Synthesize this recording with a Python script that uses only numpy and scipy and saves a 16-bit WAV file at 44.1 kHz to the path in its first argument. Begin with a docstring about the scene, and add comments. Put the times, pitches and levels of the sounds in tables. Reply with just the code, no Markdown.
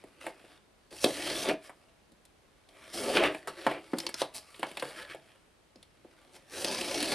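"""Knife cutting cardboard

Three long strokes slice corrugated board on a table; between them hands shift it and tear off a strip.
Paper fibres snap under the edge, blade and fingers rub the liner, and the hollow board drums along.
The tip squeaks in the second stroke; the third crosses the flutes. Close stereo, small quiet room."""
import sys
import numpy as np
from scipy import signal
from scipy.fft import rfft, irfft
from scipy.io import wavfile

SR = 44100
rng = np.random.default_rng(int(sys.argv[2]) if len(sys.argv) > 2 else 0)


def master(y):
    """Save y as 16-bit WAV."""
    cut = np.clip(np.atleast_2d(y).T, -1, 1)
    pcm = np.round(cut * 32767)  # scale
    wavfile.write(sys.argv[1], SR, pcm.astype(np.int16))


N = 314874

# room tone spectrum: freq_hz, gain_db
AIR_SPECTRUM = [(15, -24.5), (33, 6.5), (54, 9.5), (106, 5), (475, 2.5), (790, -1.5), (3930, -10.5),
                (6900, -16.5), (9270, -15), (13100, -25), (15000, -34)]
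# faint rustle of resting hands: time_s, level_db
RESTING_HANDS = [(0.1, -67), (0.65, -78.5), (1.75, -67), (2.1, -80.5), (3.9, -58.5), (4.3, -74),
                 (5.3, -64.5), (5.7, -83), (6.2, -66)]
# hands, blade and loose strip scuffing the sheet: full_at_s, rise_s, hold_s, tear_db, drum_db, rub_db
SCUFFS = [(0.215, 0.041, 0.08, -53, -61, -61.5), (0.428, 0.93, .13, -57, -64, -72.5),
          (1.642, 0.057, 0.031, -51.5, -63, -62.5), (3.476, 0.0092, 0.0046, -40, -42.5, -48.5),
          (3.59, 0.13, 0.14, -45, -50, -61), (3.695, 0.044, 0.074, -39.5, -44, -77),
          (4.002, 0.17, 0.051, -50, -50, -58.5), (4.202, 0.068, 0.0094, -38, -55.5, -43.5),
          (4.346, 0.012, 0.029, -57, -53.5, -46), (4.522, 0.51, 0.2, -55.5, -69, -64),
          (4.85, 0.41, 0.052, -47.5, -53, -57.5), (4.981, 0.26, 0.046, -42.5, -49.5, -57),
          (5.11, 0.15, 0.014, -42.5, -55, -62), (6.358, 0.074, .005, -55, -55.5, -59)]
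# knife strokes, one curve each: time_s, tear_db, drum_db, rub_db
KNIFE_STROKES = [
    [(0.905, -71, -79, -70), (0.915, -53.5, -45, -62.5), (1.0, -53.5, -66, -51.5),
     (1.03, -49.5, -41, -42.5), (1.065, -42, -29, -45.5), (1.13, -44, -46.5, -48.5),
     (1.3, -37, -35.5, -46.5), (1.43, -42.5, -38.5, -43.5), (1.51, -27.5, -27, -55), (1.56, -75, -55, -69)],
    [(2.66, -82, -70, -81), (2.76, -55.5, -59.5, -72), (2.92, -53, -60, -61), (2.94, -43.5, -43, -44.5),
     (3.13, -39.5, -33, -46), (3.17, -25, -22.5, -42.5), (3.21, -31, -29, -57.5), (3.26, -23, -31, -48.5),
     (3.3, -34.5, -32.5, -65), (3.37, -54.5, -69, -60.5), (3.465, -56.5, -57.5, -80)],
    [(6.47, -74.5, -78, -79), (6.53, -46, -47, -52), (6.62, -43.5, -40.5, -43), (6.7, -44.5, -34.5, -48),
     (6.79, -44, -39, -46), (6.9, -42.5, -37.5, -47), (7.14, -40.5, -34.5, -44)],
]
# tearing paper spectrum: freq_hz, gain_db
TEAR_SPECTRUM = [(590, -4.5), (1000, 4), (1260, -5.5), (1600, -2), (2080, 0.5), (5260, 1.5), (7000, -9),
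                 (9100, -53), (15400, -120)]
# rubbing hiss spectrum: freq_hz, gain_db
RUB_SPECTRUM = [(3530, -18.5), (6000, -35), (6890, -11), (9610, -4.5), (13500, -21.5), (15000, -24.5)]
# modes of the hollow board: pitch_hz, gain_db, t60_s
BOARD_MODES = [(145.6, -8, 0.26), (212, -5.5, 0.072), (297.6, -3, 0.098), (360.3, -4.5, 0.068),
               (410, -4, 0.057), (493, -7, 0.047), (554, -2.5, 0.058), (627, -0.5, 0.061),
               (731, -9.5, 0.049), (850, -10.5, 0.071), (1010, -13, 0.063), (1168, -18, 0.062)]
# snaps, taps, knocks (dB relative within a column): start_s, crack_db, crack_hz, tick_db, thump_db, thump_hz
BLOWS = [(0.0392, -54, 2180, -60.5, -46, 410), (0.2415, -57, 2150, -60, -45.5, 520),
         (0.2661, -28, 1690, -46, -34.5, 610), (0.442, -67, 1500, -83, -51, 450),
         (1.0426, -12, 3400, -26.5, -21.5, 370), (1.487, -24, 3200, -39.5, -30.5, 437),
         (1.4948, -20.5, 2070, -43, -33.5, 300), (1.6947, -40, 1260, -57, -47, 720),
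         (2.1193, -58.5, 3400, -63.5, -56.5, 200), (2.2526, -51, 3370, -55.5, -96, 272),
         (2.689, -48.5, 3000, -65, -66, 606), (3.17, -12, 2000, -53, -41, 383),
         (3.2361, -22.5, 2320, -43, -24, 554), (3.3471, -31, 2010, -51, -37.5, 616),
         (3.474, -29.5, 1280, -44.5, -31.5, 1080), (3.6663, -21.5, 2030, -39.5, -19.5, 684),
         (3.713, -32, 2170, -51, -31.5, 670), (3.934, -30.5, 1430, -58, -27.5, 325),
         (3.9852, -28, 4200, -32, -69, 285), (4.0015, -28, 4900, -41, -63, 288),
         (4.0658, -22.5, 4200, -39.5, -47, 365), (4.091, -31.5, 1480, -42.5, -46.5, 358),
         (4.142, -26.5, 5600, -39, -40, 1440), (4.2173, -22.5, 3550, -38, -28, 760),
         (4.544, -41, 2500, -69, -70, 400), (4.595, -44, 2520, -48.5, -45, 383),
         (4.6298, -22.5, 1940, -45.5, -32, 850), (4.668, -44, 3420, -54, -46, 500),
         (4.714, -40, 2620, -51, -47, 337), (4.771, -26.5, 2100, -43, -41.5, 710),
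         (4.797, -31.5, 3800, -44, -54, 353), (4.8243, -25.5, 1600, -44, -31, 564),
         (5.147, -44.5, 1970, -56.5, -41.5, 604), (5.758, -49, 4710, -69, -52, 212),
         (5.828, -46, 3270, -57.5, -68, 400), (6.0472, -72, 1380, -84, -47.5, 410),
         (6.6455, -19.5, 3420, -32, -33.5, 530), (7.004, -24.5, 3360, -39, -37, 400),
         (7.0272, -24, 3400, -31.5, -54, 630), (7.12, -24, 2300, -37, -32.5, 630)]
# diffuse stereo side against mid: freq_hz, gain_db
SIDE_SPECTRUM = [(60, -30), (700, -19), (4000, -21), (12000, -5)]

AIR_DB, AIR_SIDE_DB = -66.5, -2
REST_MIX_DB, RELEASE_DB_PER_S = (1.5, -2, -11), (352, 318, 452)   # tear, drum, rub
SCUFF_RISE_DB = 30
MAX_SNAPS_PER_S, SNAP_SPREAD_DB, CLUMP_DB = 8000, 2.8, 1.4
RUB_SIDE_DB, RUMBLE_DB = -16.5, -21   # against rub_db
FLEX_DELAY_S = .0007
CRACK_RISE_S, CRACK_T60_AT_2KHZ_S = 0.00047, 0.039
THUD_T60_S, KNOCK_GAIN, THUD_DB_PER_DB = 0.11, 16, 0.17   # hard blows mostly thud, light taps ring
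FLUTES_START_S, FLUTES_PER_S, FLUTE_DROP_DB, ACROSS_BRIGHT_DB = 6.646, 30.3, 8, 7
ROOM_T60_S, ROOM_DB, LEFT_LEAD_SAMPLES = 0.22, -12.5, 0.15
CUTOFF_HZ = 15700
TIME_S = np.arange(N) / SR


def amp(db):
    """dB to gain."""
    return 10 ** (np.asarray(db) / 20)


def unit_rms(x):
    """Scale to rms 1."""
    return x / np.sqrt(np.mean(x ** 2) + 1e-20)


def curves(rows):
    """Breakpoints to one curve per value column."""
    time_s, *columns = np.transpose(rows)
    return [np.interp(TIME_S, time_s, column) for column in columns]


def butter(x, order, hz, kind):
    """Causal Butterworth filter."""
    return signal.sosfilt(signal.butter(order, hz, kind, fs=SR, output="sos"), x)


def colour(x, spectrum, size=4096):
    """Minimum-phase filter from a spectrum table, by cepstral folding."""
    hz, db = np.transpose(spectrum)
    grid_hz = np.arange(size // 2 + 1) * SR / size + 1
    cepstrum = irfft(np.log(amp(np.interp(np.log(grid_hz), np.log(hz), db))))
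    cepstrum[1:size // 2] *= 2
    cepstrum[size // 2 + 1:] = 0
    return signal.oaconvolve(x, irfft(np.exp(rfft(cepstrum))))[:len(x)]


def drift(rate_hz, step=32):
    """Slow random curve, rms 1."""
    pole = np.exp(-2 * np.pi * rate_hz * step / SR)
    noise = rng.standard_normal(2 * (N // step) + 2)
    slow = signal.lfilter([1], [1, -2 * pole, pole * pole], noise)[N // step:]
    return np.interp(np.arange(N) / step, np.arange(len(slow)), unit_rms(slow))


def ring(x, hz, t60_s):
    """One mode; a unit click rings at height 1."""
    r, w = amp(-60 / (t60_s * SR)), 2 * np.pi * hz / SR
    return signal.lfilter([0, np.sin(w)], [1, -2 * r * np.cos(w), r * r], x + 1e-18)


def room_tone():
    """Quiet air and hiss, alike left and right in the bass."""
    mid, side = (unit_rms(colour(noise, AIR_SPECTRUM)) for noise in rng.standard_normal((2, N)))
    side = amp(AIR_SIDE_DB) * butter(side, 1, 90, "high")
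    return amp(AIR_DB) * np.array([mid + side, mid - side])


def handling_db():
    """Tear, drum and rub levels: resting hands, strokes and scuffs add in power."""
    power = amp(curves(RESTING_HANDS)[0] + np.c_[list(REST_MIX_DB)]) ** 2
    for stroke in KNIFE_STROKES:
        cutting = (TIME_S > stroke[0][0]) & (TIME_S < stroke[-1][0])
        power += amp(curves(stroke)) ** 2 * cutting
    for full_at_s, rise_s, hold_s, *levels_db in SCUFFS:
        span = slice(max(round((full_at_s - 2 * rise_s) * SR), 0), round((full_at_s + hold_s + .5) * SR))
        t = TIME_S[span] - full_at_s
        rise_db = SCUFF_RISE_DB * np.maximum(-t, 0) / rise_s
        release_db = np.outer(RELEASE_DB_PER_S, np.maximum(t - hold_s, 0))
        power[:, span] += amp(np.c_[levels_db] - rise_db - release_db) ** 2
    return 10 * np.log10(power)


def fibre_snaps(tear_db):
    """Fibres break at random: dense under force, sparse under a light hand, a burst per flute wall."""
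    snaps_per_s = MAX_SNAPS_PER_S * amp(np.clip(tear_db + 40, -26, 0))
    breaks = rng.random(N) < snaps_per_s / SR
    sizes = amp(SNAP_SPREAD_DB * np.minimum(rng.exponential(1, N), 5)) * rng.choice([-1, 1], N)
    flutes = (TIME_S - FLUTES_START_S) * FLUTES_PER_S
    toughness = rng.uniform(.6, 1.25, N)[np.abs(flutes).astype(int)]
    burst_db = np.where(flutes > 0, toughness * FLUTE_DROP_DB * (2 / 3 - np.sqrt(flutes % 1)), 0)
    grit = unit_rms(breaks * sizes / np.sqrt(snaps_per_s)) + 0.6 * rng.standard_normal(N)
    return unit_rms(grit * amp(CLUMP_DB * drift(70) + burst_db))


def tearing(fibres, tear_db, rub_db, t60_cycles=17.2, bands=16):
    """Each snap rings the bit of liner it frees; brighter with force, fast rubbing and across flutes."""
    band_index = rng.integers(0, bands, N)
    rasp = colour(fibres, TEAR_SPECTRUM)
    tilt_db = ACROSS_BRIGHT_DB * (TIME_S > FLUTES_START_S) + 0.26 * np.clip(tear_db + 29.5, -20, 0)
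    out = 0
    for k, hz in enumerate(np.geomspace(1200, 6300, bands)):
        bright_db = 1.38 * (k / bands) ** 2 * (rub_db - tear_db + 5) + tilt_db * k / bands
        band = butter(rasp, 1, [hz / 1.0676, hz * 0.99], "band")
        ringing = unit_rms(ring(rasp * (band_index == k), hz, t60_cycles / hz)) * np.std(band)
        wander_db = 3.03 * drift(3.1)   # resonances come and go along the cut
        out += amp(bright_db + wander_db) * (band + 1.455 * ringing) * (-1) ** k
    return amp(tear_db - 2) * out / np.std(rasp)


def rubbing(fibres, rub_db):
    """Steel and skin on paper: hiss roughened by snaps, widest at the top. Returns mid, side."""
    friction = rng.standard_normal(N) * amp(1.4 * drift(25)) + 1.1 * fibres
    mid = unit_rms(colour(friction, RUB_SPECTRUM))
    hiss = unit_rms(colour(rng.standard_normal(N), RUB_SPECTRUM))
    side = amp(RUB_SIDE_DB) * signal.lfilter([1, -2, 1], 1, hiss)
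    return amp(rub_db) * mid, amp(rub_db) * side


def board(fibres, drum_db):
    """Blows plus the hollow board's modes, driven by steady handling and by thumps near their pitch."""
    start_s, _, _, _, thump_db, thump_hz = np.transpose(BLOWS)
    hits = np.round(start_s * SR).astype(int)
    scatter_db = rng.normal(0, 2.2, (len(BLOWS), len(BOARD_MODES)))
    power_gain = sum(amp(2 * db) * t60_s * SR / (12 * np.log(10)) for _, db, t60_s in BOARD_MODES)
    drive = amp(drum_db) * unit_rms(fibres + 0.45 * rng.standard_normal(N)) / np.sqrt(power_gain)
    drive = butter(drive, 3, 260, "high")   # edge too light for the lowest modes
    out = blows()
    for k, (hz, gain_db, t60_s) in enumerate(BOARD_MODES):
        force = drive * amp(3 * drift(6))   # contact point wanders
        octaves_off = np.abs(np.log2(hz / thump_hz))
        force[hits] += amp(thump_db + scatter_db[:, k] - 4.4 * octaves_off) * (-1) ** k
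        flexed = np.arange(N) + FLEX_DELAY_S * SR * drift(4)   # sheet flexes, pitch wavers
        out += amp(gain_db) * np.interp(flexed, np.arange(N), ring(force, hz, t60_s))
    return butter(out, 4, 150, "high")   # a thin sheet radiates no deep bass


def table_rumble(rub_db):
    """The table under the board rumbles with the rubbing."""
    return amp(RUMBLE_DB + rub_db) * unit_rms(butter(rng.standard_normal(N), 2, [55, 110], "band"))


def blows(size=8192):
    """Snaps, taps and knocks: a click and dying noise give a pitched crack, bright tick and dry thud."""
    out, t = np.zeros(N + size), np.arange(size) / SR
    click = t == 0
    for start_s, crack_db, crack_hz, tick_db, thump_db, thump_hz in BLOWS:
        noise = rng.standard_normal(size)
        decay = amp(-60 * t / CRACK_T60_AT_2KHZ_S * np.sqrt(crack_hz / 2000))
        burst = noise * decay * np.minimum(t / CRACK_RISE_S, 1) + 4 * click
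        rasp = colour(burst, TEAR_SPECTRUM)
        tone = ring(np.diff(rasp, prepend=0), crack_hz, t60_s=4 / crack_hz)
        crack = tone / np.abs(tone).max() + .5 * rasp / np.abs(rasp).max()
        crack = amp(crack_db - 0.5) * butter(crack, 4, 2 * crack_hz, "low")
        tick = amp(tick_db + 15.5) * colour(burst, RUB_SPECTRUM)
        thud = noise * amp(-60 * t / THUD_T60_S) + KNOCK_GAIN * click
        for _ in range(2):
            thud = butter(thud, 1, [thump_hz / 1.45, thump_hz * 1.41], "band")
        thud_db = thump_db + 6.5 + THUD_DB_PER_DB * (thump_db + 24.5)
        start = round(start_s * SR)
        out[start:start + size] += crack + tick + amp(thud_db) * thud / np.abs(thud).max()
    return out[:N]


def tip_squeak(fibres, start_s=2.78, end_s=2.94, pitch_hz=1680, level_db=-63):
    """The tip starts to slide: a narrow resonance swells and fades."""
    progress = np.clip((TIME_S - start_s) / (end_s - start_s), 0, 1)
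    swell = np.sin(np.pi * progress) ** .5
    return amp(level_db) * swell * unit_rms(ring(fibres, pitch_hz, t60_s=.012))


def room(x):
    """Walls return a short dull tail; left and right agree in the bass and part in the treble."""
    t = np.arange(round(.4 * SR)) / SR
    tails = rng.standard_normal((2, len(t))) * amp(-60 * t / ROOM_T60_S)
    walls = signal.lfilter([.4], [1, -.6], tails[0] * (t > .004))
    mid = x + amp(ROOM_DB) * signal.oaconvolve(x, walls / np.linalg.norm(walls))[:N]
    early = tails[1] * amp(-300 * t)
    diffuse = signal.oaconvolve(x, early / np.linalg.norm(early))[:N]
    side = colour(diffuse, SIDE_SPECTRUM) + LEFT_LEAD_SAMPLES * np.gradient(mid)
    return np.array([mid + side, mid - side])


def scene():
    """One stream of fibre snaps drives hiss, tearing, squeak and board; the room surrounds them."""
    tear_db, drum_db, rub_db = handling_db()
    fibres = fibre_snaps(tear_db)
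    hiss, hiss_side = rubbing(fibres, rub_db)
    liner = hiss + tearing(fibres, tear_db, rub_db) + tip_squeak(fibres)
    body = board(fibres, drum_db) + table_rumble(rub_db)
    return room(liner + body) + np.array([hiss_side, -hiss_side]) + room_tone()


def record(dry):
    """Steep low-pass."""
    return signal.sosfilt(signal.cheby2(12, 70, CUTOFF_HZ, fs=SR, output="sos"), dry)


dry = scene()
out = record(dry)
master(out)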